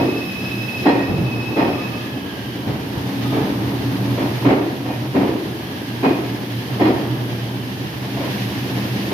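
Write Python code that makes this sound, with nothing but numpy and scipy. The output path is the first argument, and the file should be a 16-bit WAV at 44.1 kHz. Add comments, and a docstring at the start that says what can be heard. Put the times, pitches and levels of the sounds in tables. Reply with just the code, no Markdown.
"""At the end of a tiled underground platform, a subway train rolls past close by.
Wheels bang over a rail joint: shaped noise makes thud and clang, decaying modes make frame note and ring.
Car bodies boom, wheels squeal, and diffuse noise makes the rolling roar, hiss and air.
Echo-blurred tones make the inverter whine heard at first, the gears and fans, and the low hum.
The station smears every blow into a short roar, and a gain control ducks after the loud ones."""
import sys
import numpy as np
from scipy import signal
from scipy.fft import rfft, irfft, next_fast_len
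from scipy.io import wavfile
from scipy.ndimage import uniform_filter1d

SR = 44100
rng = np.random.default_rng(int(sys.argv[2]) if len(sys.argv) > 2 else 0)


def store_wav(level_fs):
    """Save 16-bit WAV to argv[1]."""
    pcm = np.round(np.clip(np.atleast_2d(level_fs), -1, 1) * 32767)
    wavfile.write(sys.argv[1], SR, pcm.T.astype(np.int16))


N = 402633
TIME = np.arange(N) / SR


def amp(db):
    """Level: 20 dB make a factor of ten in amplitude."""
    return 10 ** (np.asarray(db) / 20)


def unit(x):
    """Root mean square: scales the signal to an rms of one."""
    return x / np.sqrt(np.mean(x ** 2) + 1e-20)


def at_hz(points, hz):
    """Spectral envelope: interpolates levels along a log-frequency axis."""
    f, value = np.transpose(points)
    return np.interp(np.log(hz + 1), np.log(f + 1), value)


def add(mix, s, sound):
    """Superposition: adds a stereo sound into the mix from time s, cut at the ends of the mix."""
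    start = round(s * SR)
    sound = sound[:, max(-start, 0):]
    part = mix[:, max(start, 0):][:, :sound.shape[1]]
    part += sound[:, :part.shape[1]]


def wander(rate_hz, size=N):
    """Low-passed noise: a random drift of rms one with little change faster than rate_hz."""
    points, points_per_s = 8192, 800
    hz = np.fft.rfftfreq(points, 1 / points_per_s)
    low_pass = 1 / np.sqrt(1 + (hz / rate_hz) ** 6)
    slow = irfft(rfft(rng.standard_normal(points)) * low_pass)
    return unit(np.interp(TIME[:size], np.arange(points) / points_per_s, slow))


def likeness(hz, spacing_m=0.15):
    """Spatial coherence: in a diffuse field two spaced microphone ports agree only on long waves."""
    sound_speed = 343  # m/s
    return np.sinc(2 * hz * spacing_m / sound_speed)


def diffuse(spectrum, size=N):
    """Diffuse field: coloured noise from all sides at once, with partly coherent channels."""
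    length = next_fast_len(size, True)
    hz = np.fft.rfftfreq(length, 1 / SR)
    mid, side = rfft(rng.standard_normal((2, length)))
    mid = mid * np.sqrt(1 + likeness(hz))
    side = side * np.sqrt(1 - likeness(hz))
    coloured = np.array([mid + side, mid - side]) * amp(at_hz(spectrum, hz))
    return unit(irfft(coloured, length)[:, :size])


def smeared_tone(hz, spread_hz, steady, size=N):
    """Multipath beating: a moving source's many echoes, each slightly shifted, beat with its direct tone."""
    turn = np.exp(2j * np.pi * np.cumsum(hz * np.ones(size)) / SR)
    mid, side = [wander(spread_hz, size) + 1j * wander(spread_hz, size) for _ in range(2)]
    same = likeness(np.mean(hz))
    mid = (steady + mid) * np.sqrt(1 + same)
    side = side * np.sqrt(1 - same)
    return unit((np.array([mid + side, mid - side]) * turn).real)


def struck(modes, seconds, scatter):
    """Modal decay: a blow excites damped sinusoids; no two wheels or bogies are tuned quite alike."""
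    t = TIME[:round(seconds * SR)]
    hz, db, t60 = np.transpose(modes)[:, :, None]
    hz = hz * (1 + scatter * rng.standard_normal(hz.shape))
    decay = amp(db - 60 * t / t60) / np.sqrt(t60)
    phase = rng.random(hz.shape)  # in cycles
    return (decay * np.sin(2 * np.pi * (hz * t + phase))).sum(0)


def passing(s, half_s):
    """Bell-shaped swell: a gain of one at time s and one half at half_s to either side."""
    return 1 / (1 + ((TIME - s) / half_s) ** 2)


def swells(peaks, bed_db):
    """Incoherent addition: the powers of several swells add to that of a steady bed."""
    peak_power = sum((amp(db) * passing(s, half_s)) ** 2 for s, db, half_s in peaks)
    return np.sqrt(amp(bed_db) ** 2 + peak_power)


def clacks():
    """Impact at a rail joint: the wheel drops and rebounds, the bogie thuds, the rail clangs, the wheel rings."""
    # One row a wheel on the joint: t/s, relative thud level/dB, bogie note f/Hz,
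    # clang level/dB, relative wheel ring level/dB, rebound delay t/s
    wheel_blows = [(-0.035, -11.5, 289.6, -22.5, -33.5, .02), (0.85, -8.5, 287.2, -13.5, -24, 0.0092),
                   (1.558, -12, 316.3, -15, -29.5, 0.034), (2.652, -23, 292, -28, -52, 0.016),
                   (3.318, -20, 443, -23, -56, 0.038), (4.165, -22.5, 281.7, -25, -42, 0.03),
                   (4.446, -7.5, 291.4, -13.5, -33, .038), (4.845, -23.5, 299, -27, -39.5, 0.028),
                   (5.14, -9, 285.2, -18.5, -39, 0.061), (6.025, -11, 275, -17.5, -32, 0.013),
                   (6.793, -10, 311, -16.5, -28, 0.051), (8.158, -22, 306, -26.5, -51, 0.057),
                   (9.105, -19.5, 296, -23.5, -44, .03)]
    # Colour of the bogie's dull thud: f/Hz, relative level/dB
    thud_colour = [(20, -65), (130, -16.5), (195, -13.5), (235, -10.5), (285, -2.5), (330, -4), (420, -9.5),
                   (520, -17), (900, -38.5), (3000, -82)]
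    # Colour of the clang of rail and steel: f/Hz, relative level/dB
    clang_colour = [(20, -70), (200, -47), (400, -5), (520, 1), (630, -0.5), (745, 1.5), (840, -3),
                    (935, -1.5), (1130, -8), (1400, -12), (2200, -13), (3400, -22.5), (5000, -31.5),
                    (7500, -47), (15000, -60)]
    flat_colour = [(100, 0), (6000, 0)]
    rise_s, loud_db, rise_doubling_db = 0.015, -13, 26  # fainter, farther blows swell more slowly
    out = np.zeros((2, N))
    for s, thud_db, note_hz, clang_db, ring_db, rebound_s in wheel_blows:
        rise = rise_s * 2 ** ((loud_db - thud_db) / rise_doubling_db)
        thud = amp(-2) * blow(thud_colour, rise * 2.0, near_db=-6, station_t60=0.96,
                              rattle_db=-1, rebound_s=rebound_s)
        thud = thud + amp(-5.5) * knock(note_hz, rise * 2.9)
        clang = blow(clang_colour, rise, near_db=-8, station_t60=0.86,
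                     rattle_db=-1.3, rebound_s=rebound_s)
        strike = blow(flat_colour, rise * 1.6, near_db=7.5, station_t60=0.68,
                      rattle_db=1.5, rebound_s=rebound_s)
        ring = amp(ring_db + 4.5) * wheel_ring(strike)
        add(out, s, amp(thud_db) * thud + amp(clang_db) * clang + ring)
    return out


def blow(spectrum, rise, near_db, station_t60, rattle_db, rebound_s=None):
    """Reverberant impact: near reflections build up and die, the station rings on, loose parts chatter."""
    def envelope(t):
        """Double-slope decay: a linear swell, then near and station reverberation added in power."""
        t = np.maximum(t, 0)
        near_t60 = .3  # s
        decay = np.hypot(amp(near_db - 60 * t / near_t60), amp(-60 * t / station_t60))
        return np.minimum(t / rise, 1) * decay
    level = envelope(TIME[:SR])
    if rebound_s is not None:
        rebound_db = -2  # the wheel lands a second time, more softly
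        level = np.hypot(level, amp(rebound_db) * envelope(TIME[:SR] - rebound_s))
    chatter = amp(rattle_db * wander(65, size=SR))
    return level * unit(diffuse(spectrum, size=SR) * chatter)


def knock(note_hz, rise):
    """Frame resonance: the bogie's own note, heard directly and alike in both ears."""
    # Modes of the bogie frame: multiple of its note, relative level/dB, t60/s
    frame_modes = [(.7, -13, 0.36), (0.899, -5.5, 0.26), (1, -5.5, 0.44), (1.173, -9.5, 0.13),
                   (1.379, -3.5, 0.07)]
    modes = [(k * note_hz, db, t60) for k, db, t60 in frame_modes]
    ring = struck(modes, 1, scatter=0.013) * np.minimum(TIME[:SR] / rise, 1)
    return ring / np.std(ring[:SR // 10])


def wheel_ring(drive):
    """Convolution: the wheel's modal response to the force of a blow, so the ring swells just after it."""
    # Modes of a steel wheel: nominal f/Hz, relative level/dB, t60/s
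    wheel_modes = [(748, 5, 0.12), (930, 5.5, 0.17), (1205, -30, 0.17), (1840, -0.5, 0.16),
                   (1960, -10, .12), (2460, -2.5, 0.2), (2430, -16, 0.071), (2746, -16, 0.13),
                   (3296, -8, .08), (4160, -9, 0.08), (5010, -13, 0.042)]
    response = struck(wheel_modes, .5, scatter=0.0028)
    out = signal.fftconvolve(drive, response[None], axes=1)[:, :SR]
    return out / np.std(out[:, :SR // 10])


def booms():
    """Body resonance: the car bodies give deep, soft knocks as they rock."""
    # Knocks of the car bodies: t/s, level/dB
    body_knocks = [(1.079, -9.5), (1.171, -14), (1.6, -24), (2.66, -18), (2.96, -25), (3.37, -27),
                   (4.455, -18), (5.17, -16), (6.241, -30)]
    # Colour of a knock: f/Hz, relative level/dB
    boom_colour = [(15, -60), (30, -36), (50, -18), (78, -5), (135, 3.5), (220, -4.5), (420, -12),
                   (700, -28), (3000, -80), (12000, -100)]
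    out = np.zeros((2, N))
    for s, db in body_knocks:
        sound = blow(boom_colour, rise=0.019, near_db=-4, station_t60=0.56, rattle_db=-1)
        add(out, s, amp(db) * sound)
    return out


def squeals():
    """Flange friction: a rubbing wheel sings on one mode that catches quickly and fades, blurred by echoes."""
    # Singing wheels: t/s, length t/s, f/Hz, spread f/Hz, relative level/dB
    rubs = [(0, 0.52, 1175, 13, -52), (0.85, 0.28, 1872, 26, -35), (1.73, 0.37, 1217, 16, -45),
            (3.207, 0.3, 1246, 40, -46), (3.222, 0.34, 3570, 400, -50), (6.025, 0.16, 2480, 40, -40)]
    out = np.zeros((2, N))
    for s, length, hz, width_hz, db in rubs:
        progress = np.linspace(0, 1, round(length * SR))
        swell = (1 - np.exp(-progress / 0.051)) * np.sqrt(1 - progress)
        tone = smeared_tone(hz, width_hz, steady=0.59, size=len(progress))
        add(out, s, amp(db + 9.5) * swell * tone)
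    return out


def rolling():
    """Roughness excitation: steel rolling on steel gives a lumpy roar, a hiss above it and airy noise on top."""
    # Course of the roar: t/s, relative level/dB
    roar_course = [(0.0, -26), (0.25, -30.5), (0.86, -27.5), (1.02, -22.5), (2.52, -29), (3.33, -24.5),
                   (4.6, -28.5), (4.86, -26.5), (6.58, -29.5), (6.94, -24), (7.6, -29.5), (9.13, -27.5)]
    # Colours of the roar, the hiss and the thin airy noise: f/Hz, relative level/dB
    roar_colour = [(15, -60), (30, -26), (42, -36), (60, -16), (85, -5.5), (160, -5), (220, -0.5), (300, 0),
                   (370, -5.5), (540, -12.5), (920, -14), (1250, -19.5), (2500, -34.5), (8000, -76)]
    hiss_colour = [(30, -59), (500, -4.5), (1300, -9), (1700, 3.5), (2200, -1), (3050, 0), (3700, -3),
                   (5100, -6.5), (6600, -14), (7600, -26), (10000, -25), (16000, -38)]
    air_colour = [(6000, -51), (7700, -16), (8700, -8), (10200, -4), (12500, 0.5), (14200, -3), (16000, -7)]
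    # A wheel scrapes along the rail as it goes by: t/s when nearest, level/dB, half-width of swell t/s
    scrapes = [(3.299, -35, 0.12), (8.35, -32.5, 0.14), (8.9, -36.5, 0.85)]
    hiss_db, hiss_dip_db = -33.5, 1
    air_db, air_dip_db = -42.5, 1.5
    scrape_air_db = -11  # airy top of the scrapes, relative to their hiss
    roar_db = np.interp(TIME, *np.transpose(roar_course))
    roar = diffuse(roar_colour) * amp(roar_db + 2 + wander(16.5))
    ends = car_ends()
    hiss_gain = swells(scrapes, hiss_db - hiss_dip_db * ends)
    hiss = diffuse(hiss_colour) * hiss_gain * amp(0.76 * wander(14.4))
    airy_scrapes = [(s, db + scrape_air_db, half_s) for s, db, half_s in scrapes]
    air_gain = swells(airy_scrapes, air_db - air_dip_db * ends)
    air = diffuse(air_colour) * air_gain * amp(.5 * wander(60))
    return roar + hiss + air


def car_ends():
    """Periodic modulation: near one while the ends of two cars go by, near zero along the middle of a car."""
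    first_s, period_s, half_s = 2.5, 5.3, 0.41
    offset = (TIME - first_s + period_s / 2) % period_s - period_s / 2
    return 1 / (1 + (offset / half_s) ** 8)


def inverter():
    """Switching harmonics: the traction inverter's whine wavers, dips briefly, then fades as a trace climbs."""
    # Partials of the whine: multiple of its note, relative level/dB
    partials = [(1, 0), (1.5, -17), (2, -14.5)]
    whine_hz, waver_hz = 2574, 11
    whine_db, end_s, fade_db_per_s = -30.5, 1.83, 40
    dip_s, dip_half_s, dip_db = 1.22, 0.056, 3.5
    glide_hz_per_s, glide_db, glide_s, glide_half_s = 660, -43, 2.5, 0.2
    since = np.maximum(TIME - end_s, 0)
    note_hz = whine_hz + waver_hz * wander(4.01)
    whine = sum(amp(db) * smeared_tone(k * note_hz, spread_hz=39, steady=0.5) for k, db in partials)
    level_db = whine_db - dip_db * passing(dip_s, dip_half_s) - fade_db_per_s * since
    glide_hz = whine_hz + glide_hz_per_s * np.minimum(since, 1)
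    glide = smeared_tone(glide_hz, spread_hz=170, steady=0)
    return amp(level_db) * whine + amp(glide_db) * passing(glide_s, glide_half_s) * glide


def traction():
    """Pass-by tones: gears and fans swell and fall in pitch as each motor bogie passes."""
    # Motor bogies going by: t/s when nearest, gear whirr level/dB, fan whistle level/dB
    motors = [(0.349, -47, -51), (2.2, -39, -41.5), (5.7, -41.5, -44), (7.2, -45.5, -42.5)]
    s, gear_db, fan_db = np.transpose(motors)[:, :, None]

    def fly_by(hz, fall, half_s, db, spread_hz):
        """Power weighting: the strongest bogie leads the pitch, from the share fall above hz to as far below."""
        power = (amp(db) * passing(s, half_s)) ** 2
        total = power.sum(0)
        leaving = (power * np.tanh((TIME - s) / half_s / 2)).sum(0) / total
        return np.sqrt(total) * smeared_tone(hz * (1 - fall * leaving), spread_hz, steady=0)
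    gears = fly_by(hz=1670, fall=.11, half_s=.35, db=gear_db, spread_hz=46)
    fans = fly_by(hz=3130, fall=.04, half_s=.6, db=fan_db, spread_hz=280)
    return gears + fans


def hum():
    """Beating tones: two low notes of the cars throb and swell, with a drone on two higher notes."""
    # Swells of the low throbbing hum: t/s at peak, relative level/dB, half-width t/s
    hum_swells = [(1.25, -22, 0.23), (3.35, -28, 0.25), (4.15, -22, 0.3), (5.02, -22.5, 0.089),
                  (7.2, -24.5, 0.77), (8.6, -29.5, 0.66)]
    # Swells of the drone: t/s at peak, upper note level/dB, lower note level/dB, half-width t/s
    drone_swells = [(2.251, -24, -45, 0.047), (3.3, -27.5, -28, .2), (3.95, -24.5, -29, .2),
                    (8.8, -45, -29.5, .6)]
    hum_bed_db, upper_bed_db, lower_bed_db = -32.5, -41.5, -38.5  # beneath the swells
    low = amp(-2.0) * smeared_tone(119.5, spread_hz=5.3, steady=1.32)
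    low = low + amp(-3.5) * smeared_tone(128, spread_hz=8, steady=0.41)
    s, upper_db, lower_db, half_s = np.transpose(drone_swells)
    upper = swells(zip(s, upper_db, half_s), upper_bed_db) * smeared_tone(280, spread_hz=7.9, steady=1.5)
    lower = swells(zip(s, lower_db, half_s), lower_bed_db) * smeared_tone(197, spread_hz=10.3, steady=0.47)
    return swells(hum_swells, hum_bed_db) * low + upper + lower


def scene():
    """Interchannel level difference: all sources sum, with the train to one side, a tiled wall to the other."""
    # Stereo balance: f/Hz, left minus right level/dB
    balance = [(60, 0), (110, -2), (200, 0.5), (380, -0.7), (700, -0.2), (1280, -1.2), (2370, -2),
               (4370, -3.5), (7000, 4.5), (11000, -0.5), (15000, 2.5)]
    mix = clacks() + booms() + squeals() + rolling() + inverter() + traction() + hum()
    length = next_fast_len(N, True)
    lean_db = at_hz(balance, np.fft.rfftfreq(length, 1 / SR)) / 2
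    return irfft(rfft(mix, length) * amp([lean_db, -lean_db]), length)[:, :N]


def record(dry):
    """Dynamic compression: gain falls fast on a loud blow and recovers over seconds; then clipping and a low-pass."""
    threshold_db, recovery_db_per_s = -15.5, 3.0
    share = 0.4  # dB of ducking per dB above the threshold
    start_over_db = 4  # the gain starts a little lowered
    edge_hz = 15500
    power = abs(uniform_filter1d((dry ** 2).mean(0), size=1500))
    power_db = 10 * np.log10(power + 1e-12)
    # a running maximum that sinks at the recovery rate
    fall = TIME * recovery_db_per_s
    held_db = np.maximum.accumulate(np.maximum(power_db + fall, threshold_db + start_over_db)) - fall
    over_db = uniform_filter1d(np.maximum(held_db - threshold_db, 0), size=600)
    ducked = dry / amp(share * over_db)
    low_pass = signal.firwin(511, edge_hz, window=("kaiser", 9), fs=SR)
    return signal.oaconvolve(np.clip(ducked, -1, 1), low_pass[None], "same")


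dry = scene()
out = record(dry)
store_wav(out)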